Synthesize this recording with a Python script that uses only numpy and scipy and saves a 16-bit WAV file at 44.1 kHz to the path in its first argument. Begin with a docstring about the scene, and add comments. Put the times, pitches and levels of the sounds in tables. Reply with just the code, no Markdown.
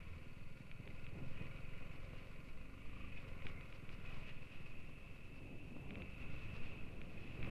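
"""The soft thud of a small single-cylinder motorcycle, puttering over sandy dirt with a rider's cased camera.
Puffs ring the exhaust pipe once a firing; noise and strikes ring the valve gear and the engine casting.
The intake booms on the gas, the chain sings, the tyres drum and grind grit, and bumps set loose parts knocking.
Shaped noise makes the wind and sway that rumble on the camera; its case rings with small sharp ticks."""
import sys
import numpy as np
from scipy import signal
from scipy.fft import rfft, irfft, next_fast_len
from scipy.io import wavfile
from scipy.ndimage import map_coordinates

SR = 44100
rng = np.random.default_rng(int(sys.argv[2]) if len(sys.argv) > 2 else 0)


def bounce(signal):
    """Save signal as a 16-bit WAV file at the path given by the first command-line argument."""
    frames = np.transpose(np.atleast_2d(signal))
    limited = np.clip(frames, -1, 1)
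    pcm = np.round(limited * 32767).astype(np.int16)
    wavfile.write(sys.argv[1], SR, pcm)


N = 330749


def amp(db):
    """Decibels to gain."""
    return 10 ** (np.asarray(db) / 20)


def unit(x):
    """Scale to rms 1."""
    return x / np.sqrt(np.mean(x ** 2) + 1e-20)


def curve(rows):
    """Straight lines through (time [s], value) points, one value per sample."""
    s, value = np.transpose(rows)
    return np.interp(np.arange(N) / SR, s, value)


def swells(rows):
    """A gain that rises and falls smoothly around each (time [s], half length [s], level [dB])."""
    t = np.arange(N) / SR
    return sum(amp(db) * np.exp(-((t - s) / half) ** 2) for s, half, db in rows)


def wobble(rate):
    """A smooth random curve, rate knots a second."""
    knots = rng.standard_normal(int(N * rate / SR) + 4)
    return map_coordinates(knots, [np.arange(N) * rate / SR])


def noise():
    """Fresh white noise."""
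    return rng.standard_normal(N)


def grains(per_s):
    """Random impacts of uneven size, at rms 1."""
    return unit((rng.random(N) < per_s / SR) * noise())


def wavering(hz, stray_hz, rate):
    """A tone of rms 1 whose pitch strays at random, rate knots a second."""
    phase = 2 * np.pi * np.cumsum(hz + stray_hz * wobble(rate)) / SR
    return np.sqrt(2) * np.sin(phase)


def filtered(x, response):
    """x times a complex response of frequency."""
    size = next_fast_len(N + SR // 2)
    return irfft(rfft(x, size) * response(np.fft.rfftfreq(size, 1 / SR)), size)[:N]


def coloured(x, spectrum):
    """x shaped by a (frequency [Hz], level [dB]) curve, at rms 1."""
    f, db = np.transpose(spectrum)
    return unit(filtered(x, lambda hz: amp(np.interp(np.log(hz + 1), np.log(f), db))))


def ring(x, modes):
    """x through a body of resonances; neighbouring modes swing in opposite directions."""
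    def response(f):
        total = 0
        for k, (centre, width, db) in enumerate(modes):
            damping = 1j * f * width
            total = total + (-1) ** k * amp(db) * damping / (centre * centre - f * f + damping)
        return total
    return filtered(x, response)


def soften(x, corner_hz, order):
    """A causal low-pass: contact that takes a little time."""
    sos = signal.butter(order, min(corner_hz, SR / 3), fs=SR, output="sos")
    return signal.sosfilt(sos, x)


def blows(rows, modes, corner_hz):
    """Single blows of (time [s], peak [dB]) on a ringing body."""
    hits = np.zeros(N)
    for s, db in rows:
        hits[min(round(s * SR), N - 1)] = amp(db)
    shape = ring(soften(signal.unit_impulse(N), corner_hz, order=9), modes)[:SR // 4]
    return signal.fftconvolve(hits, shape / np.abs(shape).max())[:N]


def burst(turns, at, width):
    """A smooth gate that opens once an engine cycle, at the given share of it."""
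    return np.exp(-(((turns - at + .5) % 1 - .5) / width) ** 2)


def strikes(turns, at):
    """One impulse an engine cycle, at the given share of it."""
    count = np.floor(turns - at)
    return np.diff(count, prepend=count[0])


# Engine speed: (time [s], firing rate [1/s])
ENGINE_SPEED = [(0, 20.42), (.25, 19.81), (.5, 21.08), (.85, 21.27), (1.15, 21.12), (1.5, 21.38),
                (1.66, 23.18), (1.96, 22.08), (2.34, 22.85), (2.6, 23.81), (2.85, 25.66), (3.07, 27),
                (3.31, 22.15), (3.5, 21.44), (3.68, 21.73), (3.9, 18.87), (4.11, 22.49), (4.32, 20.37),
                (4.7, 21.48), (6.3, 25), (6.55, 25.04), (6.8, 26.6), (7.05, 23.9), (7.28, 22.48),
                (7.5, 22.78)]


def engine_cycles():
    """The running count of engine cycles, summed from the firing rate."""
    return np.cumsum(curve(ENGINE_SPEED)) / SR - .25


# Exhaust loudness before a 2 dB lift: (time [s], level [dB])
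EXHAUST_LEVEL = [(0, -59), (.6, -62), (1, -57), (1.5, -57), (2.3, -60), (2.75, -75), (3.1, -63.5),
                 (3.3, -58.5), (3.7, -61), (4.15, -57), (4.6, -63.5), (5.7, -66.5), (6.3, -58.5),
                 (7.1, -66.5), (7.5, -53)]
# Exhaust pipe resonances: (frequency [Hz], width [Hz], relative level [dB])
PIPE_MODES = [(46, 8.5, -1), (87.4, 13, 2.5), (112.9, 29, 1.5), (144, 31.8, 2), (192.8, 35, -8.5),
              (263, 28, -11)]


def exhaust(turns):
    """One puff a firing rings the pipe in an even chug; the burns differ a little in timing and strength."""
    puffs = strikes(turns + .004 * wobble(14), at=-.05) * amp(1.2 * wobble(22))
    thud = unit(ring(-soften(puffs, corner_hz=310, order=3), PIPE_MODES))
    rush = burst(turns, at=0.18, width=0.085) * noise()
    gas = unit(ring(soften(rush, corner_hz=407, order=3), PIPE_MODES))
    return amp(curve(EXHAUST_LEVEL) + 2) * (thud + .1 * gas)


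# Loudness of the mechanical chatter: (time [s], level [dB])
CHATTER_LEVEL = [(0, -68.5), (.55, -68.5), (1.05, -65.5), (1.25, -67.5), (1.4, -64), (1.85, -64),
                 (2.05, -67), (2.3, -65.5), (2.55, -67), (3.05, -67.5), (3.55, -64.5), (3.95, -68.5),
                 (4.2, -69), (4.5, -68.5), (5.7, -74.5), (6.2, -64.5), (6.9, -70), (7.5, -69.5)]
# Combustion, then the valves: (share of the cycle [0-1], length [share of a cycle], relative level [dB])
CASTING_STRIKES = [(0.429, 0.091, -5.5), (0.037, 0.037, -11.5), (0.69, 0.038, -9.5), (.94, 0.01, -6.5)]
# Engine casting resonances: (frequency [Hz], width [Hz], relative level [dB])
CASTING_MODES = [(530, 37, 7), (1020, 40, -3), (1415, 35, 2.5), (2052, 55, 2), (2277, 53, 4.5),
                 (2509, 60, 4), (2684, 108, 0), (3890, 195, -17.5), (4400, 170, -18.5)]


def casting(turns):
    """Combustion and valves strike the engine casting in short grainy bursts, ringing its modes unevenly."""
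    gate = 0.24
    for at, width, db in CASTING_STRIKES:
        gate = gate + amp(db + wobble(22)) * burst(turns, at, width)
    force = gate * (noise() + .4 * grains(per_s=4000))
    ringing = np.zeros(N)
    for k, mode in enumerate(CASTING_MODES):
        ringing += (-1) ** k * amp(wobble(14)) * ring(force, [mode])
    return amp(curve(CHATTER_LEVEL)) * unit(ringing)


# Rougher ground shakes out more clatter, grit, sand and sway: (time [s], roughness [dB])
ROUGHNESS = [(0, 2), (.6, -4), (1.2, 0.5), (1.5, 3.5), (2.3, 2.5), (2.75, -2.5), (3.1, -1), (3.25, 4),
             (3.45, 4), (3.8, 1.5), (4.15, 6), (4.4, -0.5), (5.1, -1), (5.75, -6), (6.25, 2.5), (6.75, 3),
             (6.95, -0.5), (7.3, -1), (7.5, 10)]
# Colour of the valve gear: (frequency [Hz], relative level [dB per Hz])
CLATTER_COLOUR = [(200, 11.5), (265, 9), (330, 3.5), (420, 8), (540, 5.5), (680, 2), (880, -15.5),
                  (1020, 5), (1280, 2), (1420, 0.5), (1600, -5), (2000, -1.5), (2300, 1), (3200, -34.5),
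                  (6000, -34)]
CLATTER_DB = -66  # at 0 dB roughness


def clatter(turns):
    """The valve gear rustles all the time, a little more at three points of the cycle."""
    gate = 1 + 0.51 * burst(turns, at=0.4, width=0.1)
    gate += 0.39 * burst(turns, at=0.051, width=0.11)
    gate += 0.18 * burst(turns, at=0.86, width=0.075)
    return amp(CLATTER_DB + curve(ROUGHNESS)) * coloured(gate * noise(), CLATTER_COLOUR)


# Valve cover resonances, rung twice over: (frequency [Hz], width [Hz], relative level [dB])
COVER_MODES = [(1417, 64, -1), (4200, 110, 0.5), (4525, 86, 3.5)]
# The second, loose tappet: (time [s], half length [s], level relative to the first [dB])
LOOSE_TAPPET = [(.58, 0.45, -2.5)]
TAPPET_DB, TAPPET_FADE_DB_PER_S = -86.5, 1.24  # level at the start; how fast it falls


def tappets(turns):
    """Two tappets ping the valve cover once each a cycle; the second is heard only early on."""
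    level_db = TAPPET_DB - TAPPET_FADE_DB_PER_S * np.arange(N) / SR
    steady = strikes(turns + .008 * wobble(22), at=.37)
    loose = strikes(turns + .008 * wobble(22), at=.08) * swells(LOOSE_TAPPET)
    taps = (steady + loose) * amp(1.3 * wobble(30))
    return amp(level_db) * unit(ring(ring(taps, COVER_MODES), COVER_MODES))


# Spells in which the piston shakes the frame: (time [s], half length [s], level [dB])
SHAKES = [(.17, 0.14, -56), (3.35, 0.46, -67.5), (6.55, 0.27, -62.5)]


def frame(turns):
    """The piston shakes the frame twice a crank turn: an unsteady hum at four times the firing rate."""
    hum = np.sqrt(2) * np.cos(8 * np.pi * turns + .9 * wobble(22))
    return swells(SHAKES) * amp(3.5 * wobble(25)) * hum


# Throttle: (time [s], opening [0-1])
THROTTLE = [(0, 0.07), (.5, 0.12), (2.3, 0), (2.62, 0.64), (2.84, 0.7), (3.04, 0.99), (3.12, 0.7),
            (3.18, 0.15), (4.4, 0.07), (5.2, 0.24), (6.8, 0.26)]
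# Intake boom at full throttle: (multiple of the firing rate, peak level [dB])
BOOM_PARTIALS = [(1, -61.5), (2, -53.5), (3, -65), (4, -62.5), (7, -64), (9, -65), (11, -66)]
# Air box resonances: (frequency [Hz], width [Hz], relative level [dB])
AIRBOX_MODES = [(178.3, 11, -6), (271, 17, 2.5)]
HONK_DB, CHIRP_DB = -64, -57  # gains at full throttle


def intake(turns):
    """Under load each gulp of air booms and honks in the air box; wide open, it whistles at the throttle."""
    opening = np.abs(curve(THROTTLE))
    boom = np.zeros(N)
    for k, db in BOOM_PARTIALS:
        boom += amp(db + .6 * wobble(13)) * np.cos(2 * np.pi * round(k) * (turns - .31))
    puffs = burst(turns, at=0.05, width=0.023) * amp(.8 * wobble(24))
    honk = unit(ring(-puffs, AIRBOX_MODES))
    gulp = burst(turns, at=.44, width=.14) + .6 * burst(turns, at=.28, width=.06)
    whistle = wavering(1187, stray_hz=80, rate=400)
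    chirp = gulp * amp(2 * wobble(150) - 4.5) * whistle
    # the honk and the chirp grow faster with the throttle than the boom
    return opening * boom + amp(HONK_DB) * opening ** 2 * honk + amp(CHIRP_DB) * opening ** 3 * chirp


# The taut chain on its sprocket: (time [s], level [dB])
CHAIN_LEVEL = [(0, -75.5), (2.7, -79), (3, -69.5), (3.9, -84), (4.3, -66.5), (5.6, -67), (5.95, -64),
               (6.8, -60.5), (7, -70), (7.5, -63)]


def chain():
    """Links strike the sprocket, which rings in one narrow band and sings a wavering note."""
    links = unit(soften(ring(noise(), [(2600, 156, 0)]), corner_hz=3430, order=4))
    song = amp(2 * wobble(70)) * wavering(2629, stray_hz=65, rate=130)
    return amp(curve(CHAIN_LEVEL)) * unit(links + .9 * song)


# Bodywork resonances under grit: (frequency [Hz], width [Hz], relative level [dB])
GRIT_MODES = [(1915, 130, -12.5), (2287, 150, -9.5), (2520, 110, -2), (2840, 170, -8)]
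# Colour of sand and gravel spray: (frequency [Hz], relative level [dB per Hz])
SPRAY_COLOUR = [(300, -16), (780, 7), (1200, 9.5), (2500, 3.5), (3800, 2), (5000, -2.5), (6500, -13.5),
                (10000, -22), (14000, -50)]
# Bites into loose gravel: (time [s], half length [s], spray level [dB], ringing grit level [dB])
SCRUNCHES = [(1.406, 0.089, -77, -62.5), (2.176, 0.084, -75, -66), (3.02, 0.21, -80, -64.5),
             (3.181, 0.011, -71, -59), (3.286, 0.01, -68, -65), (3.477, 0.038, -65.5, -63),
             (3.754, 0.022, -70, -68), (3.93, 0.02, -67, -66), (4.143, 0.14, -69, -61),
             (4.293, 0.02, -67, -59), (4.538, 0.038, -69, -62), (4.669, 0.016, -69, -65),
             (6.217, 0.035, -70, -63), (6.4, 0.061, -70, -65), (6.561, 0.038, -66, -65),
             (6.663, 0.042, -67.5, -62), (7.33, 0.37, -72, -65.5)]
GRIT_DB, GRIT_PER_ROUGH = -70.5, 0.62  # at 0 dB roughness; dB per dB of roughness
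SAND_DB, SAND_PER_ROUGH = -76.5, 0.29


def tyres():
    """Grit rings the bodywork and sand sprays on the mudguards, in spurts where the ground is loose."""
    rough_db = curve(ROUGHNESS)
    grit = np.zeros(N)
    for mode in GRIT_MODES:
        # each resonance is struck more or less from moment to moment
        grit += amp(1.7 * wobble(16)) * ring(noise() + grains(per_s=620), [mode])
    grit = unit(soften(grit, corner_hz=3400, order=4))
    rolling = amp(GRIT_DB + GRIT_PER_ROUGH * rough_db)
    bite = swells([(s, half, grit_db) for s, half, _, grit_db in SCRUNCHES])
    sand = coloured(noise() + .7 * grains(per_s=3000), SPRAY_COLOUR)
    sand_gain = amp(SAND_DB + SAND_PER_ROUGH * rough_db + 2.65 * wobble(30))
    spurts = swells([(s, half, spray_db) for s, half, spray_db, _ in SCRUNCHES])
    gravel = coloured(grains(per_s=4100), SPRAY_COLOUR)
    return np.hypot(rolling, bite) * grit + sand_gain * sand + spurts * gravel


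# Stretches of ribbed ground: (time [s], half length [s], level [dB])
RIBS = [(1.2, 0.032, -71), (4.15, 0.092, -69.5), (5.82, 0.06, -69), (5.99, 0.043, -67.5),
        (7.47, 0.045, -67.5)]
# Colour of the drumming: (frequency [Hz], relative level [dB per Hz])
DRUM_COLOUR = [(200, -4), (400, 0), (750, 2.5), (950, -2), (1400, -6), (2200, -33)]


def washboard():
    """Over ribbed ground the tyres drum in dense, uneven thumps."""
    return swells(RIBS) * coloured(grains(per_s=2400) + 0.51 * noise(), DRUM_COLOUR)


# Pebbles against metal: (time [s], half length [s], level [dB])
PEBBLES = [(3.49, .008, -76), (3.922, .003, -76), (3.934, 0.0022, -74), (3.943, 0.0017, -70),
           (4.063, .002, -68), (4.525, .003, -75)]
# Colour of the crack: (frequency [Hz], relative level [dB per Hz])
CRACK_COLOUR = [(1500, -9), (3000, 4), (6000, -5), (7500, -15), (11000, -25)]


def pebbles():
    """Pebbles spat out by the tyre crack against metal."""
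    return swells(PEBBLES) * coloured(noise() + grains(per_s=2500), CRACK_COLOUR)


# Suspension knocks on stones: (time [s], peak level [dB])
KNOCKS = [(1.414, -49), (2.133, -48), (4.063, -55), (5.765, -46), (5.971, -52), (6.002, -45.5),
          (7.474, -45)]
# Suspension resonances: (frequency [Hz], width [Hz], relative level [dB])
KNOCK_MODES = [(214, 130, -4), (513, 150, -1.5), (1180, 340, -12)]


def knocks():
    """Stones knock the suspension, which answers with short, dull ringing."""
    return blows(KNOCKS, KNOCK_MODES, corner_hz=1800)


# Rattles after bumps: (time [s], half length [s], level [dB])
RATTLES = [(3.16, 0.015, -71), (3.42, 0.011, -59), (3.5, .02, -63), (3.58, 0.039, -65), (7.44, 0.022, -60)]
# Panel resonances: (frequency [Hz], width [Hz], relative level [dB])
PANEL_MODES = [(2110, 130, 14), (2320, 210, 7)]


def panel():
    """The loose panel chatters against its fixings, many small impacts ringing its modes."""
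    return swells(RATTLES) * unit(soften(ring(grains(per_s=4000), PANEL_MODES), corner_hz=3500, order=4))


# Sharp ticks on the camera case, before a 3 dB lift: (time [s], peak level [dB])
TICKS = [(.7143, -44), (.8758, -44), (1.0662, -44), (3.4215, -49), (3.468, -36.5), (3.610, -46.5),
         (3.7259, -46.5), (3.8918, -44.5), (4.0606, -47), (5.907, -42.5), (5.9553, -42), (6.0205, -42.5),
         (7.0155, -43.5), (7.4284, -40), (7.4465, -44)]
# Camera case resonances: (frequency [Hz], width [Hz], relative level [dB])
CASE_MODES = [(1270, 210, 22), (2400, 310, 35.3), (4070, 700, 13)]


def case_ticks():
    """Small blows ring the camera case brightly and briefly."""
    return amp(3.0) * blows(TICKS, CASE_MODES, corner_hz=3840)


# Jolts from the ground, before an 8.5 dB cut: (time [s], peak level [dB])
JOLTS = [(.603, -37.5), (.798, -37), (1.128, -42), (1.218, -35), (1.412, -39), (3.455, -30), (7.449, -30.5),
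         (7.474, -41)]
# Camera mount resonances: (frequency [Hz], width [Hz], relative level [dB])
MOUNT_MODES = [(101.4, 47, 6.2), (242, 100, 0.84)]


def jolts():
    """Jolts from the ground thump the camera through its low, heavily damped mount."""
    return amp(-8.5) * blows(JOLTS, MOUNT_MODES, corner_hz=600)


# Gusts over the headwind: (time [s], half length [s], level [dB])
GUSTS = [(.88, 0.044, -61.5), (1.2, 0.067, -55), (1.42, 0.041, -56.5), (3.46, 0.017, -52),
         (5.5, 0.12, -61.5), (5.83, 0.18, -58.5), (5.92, 0.039, -62), (6.01, 0.058, -57), (6.25, 0.12, -67),
         (6.95, 0.55, -61.5), (7.48, 0.12, -55)]
# Colour of the buffeting: (frequency [Hz], relative level [dB per Hz])
BUFFET_COLOUR = [(20, -23.5), (60, 2), (130, 0), (230, -1.5), (350, -7.5), (550, -14), (800, -20.5),
                 (1500, -36), (5000, -66)]
WIND_DB, WIND_RISE_DB_PER_S = -65, 0.7253  # headwind at the start; its growth along the ride


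def wind():
    """Air tumbles over the camera in small thumps."""
    headwind = amp(WIND_DB + WIND_RISE_DB_PER_S * np.arange(N) / SR)
    flow = headwind + swells(GUSTS)
    return flow * amp(0.47 * wobble(28)) * coloured(noise() + 0.58 * grains(per_s=600), BUFFET_COLOUR)


# Colour of the sway: (frequency [Hz], relative level [dB per Hz])
RUMBLE_COLOUR = [(3, -7), (9, 2.5), (17, -9.5), (28, -15.5), (45, -27.5), (100, -43), (400, -78.5)]
SWAY_DB = -47.5  # at 0 dB roughness


def sway():
    """The rider sways with the ground, a deep rumble that follows its roughness dB for dB."""
    return amp(SWAY_DB + curve(ROUGHNESS)) * coloured(noise(), RUMBLE_COLOUR)


def scene():
    """Engine, ground and air at the camera."""
    turns = engine_cycles()
    engine = exhaust(turns) + casting(turns) + clatter(turns) + tappets(turns) + frame(turns) + intake(turns)
    ground = tyres() + washboard() + pebbles() + knocks() + panel()
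    at_camera = case_ticks() + jolts() + wind() + sway()
    return (engine + chain() + ground + at_camera)[None]


# Colour of the camera hiss: (frequency [Hz], relative level [dB per Hz])
HISS_COLOUR = [(5000, -0.5), (8000, -0.5), (12000, -2), (13000, -5), (15000, -16.5)]


def record(dry):
    """The camera adds its steady hiss, and a steep low-pass closes the top of its band."""
    hiss = amp(-81.5) * coloured(noise(), HISS_COLOUR)
    soft_ends = signal.windows.tukey(N, .001)
    band_limit = signal.butter(20, 15300, fs=SR, output="sos")
    return signal.sosfiltfilt(band_limit, soft_ends * (dry + hiss))


dry = scene()
out = record(dry)
bounce(out)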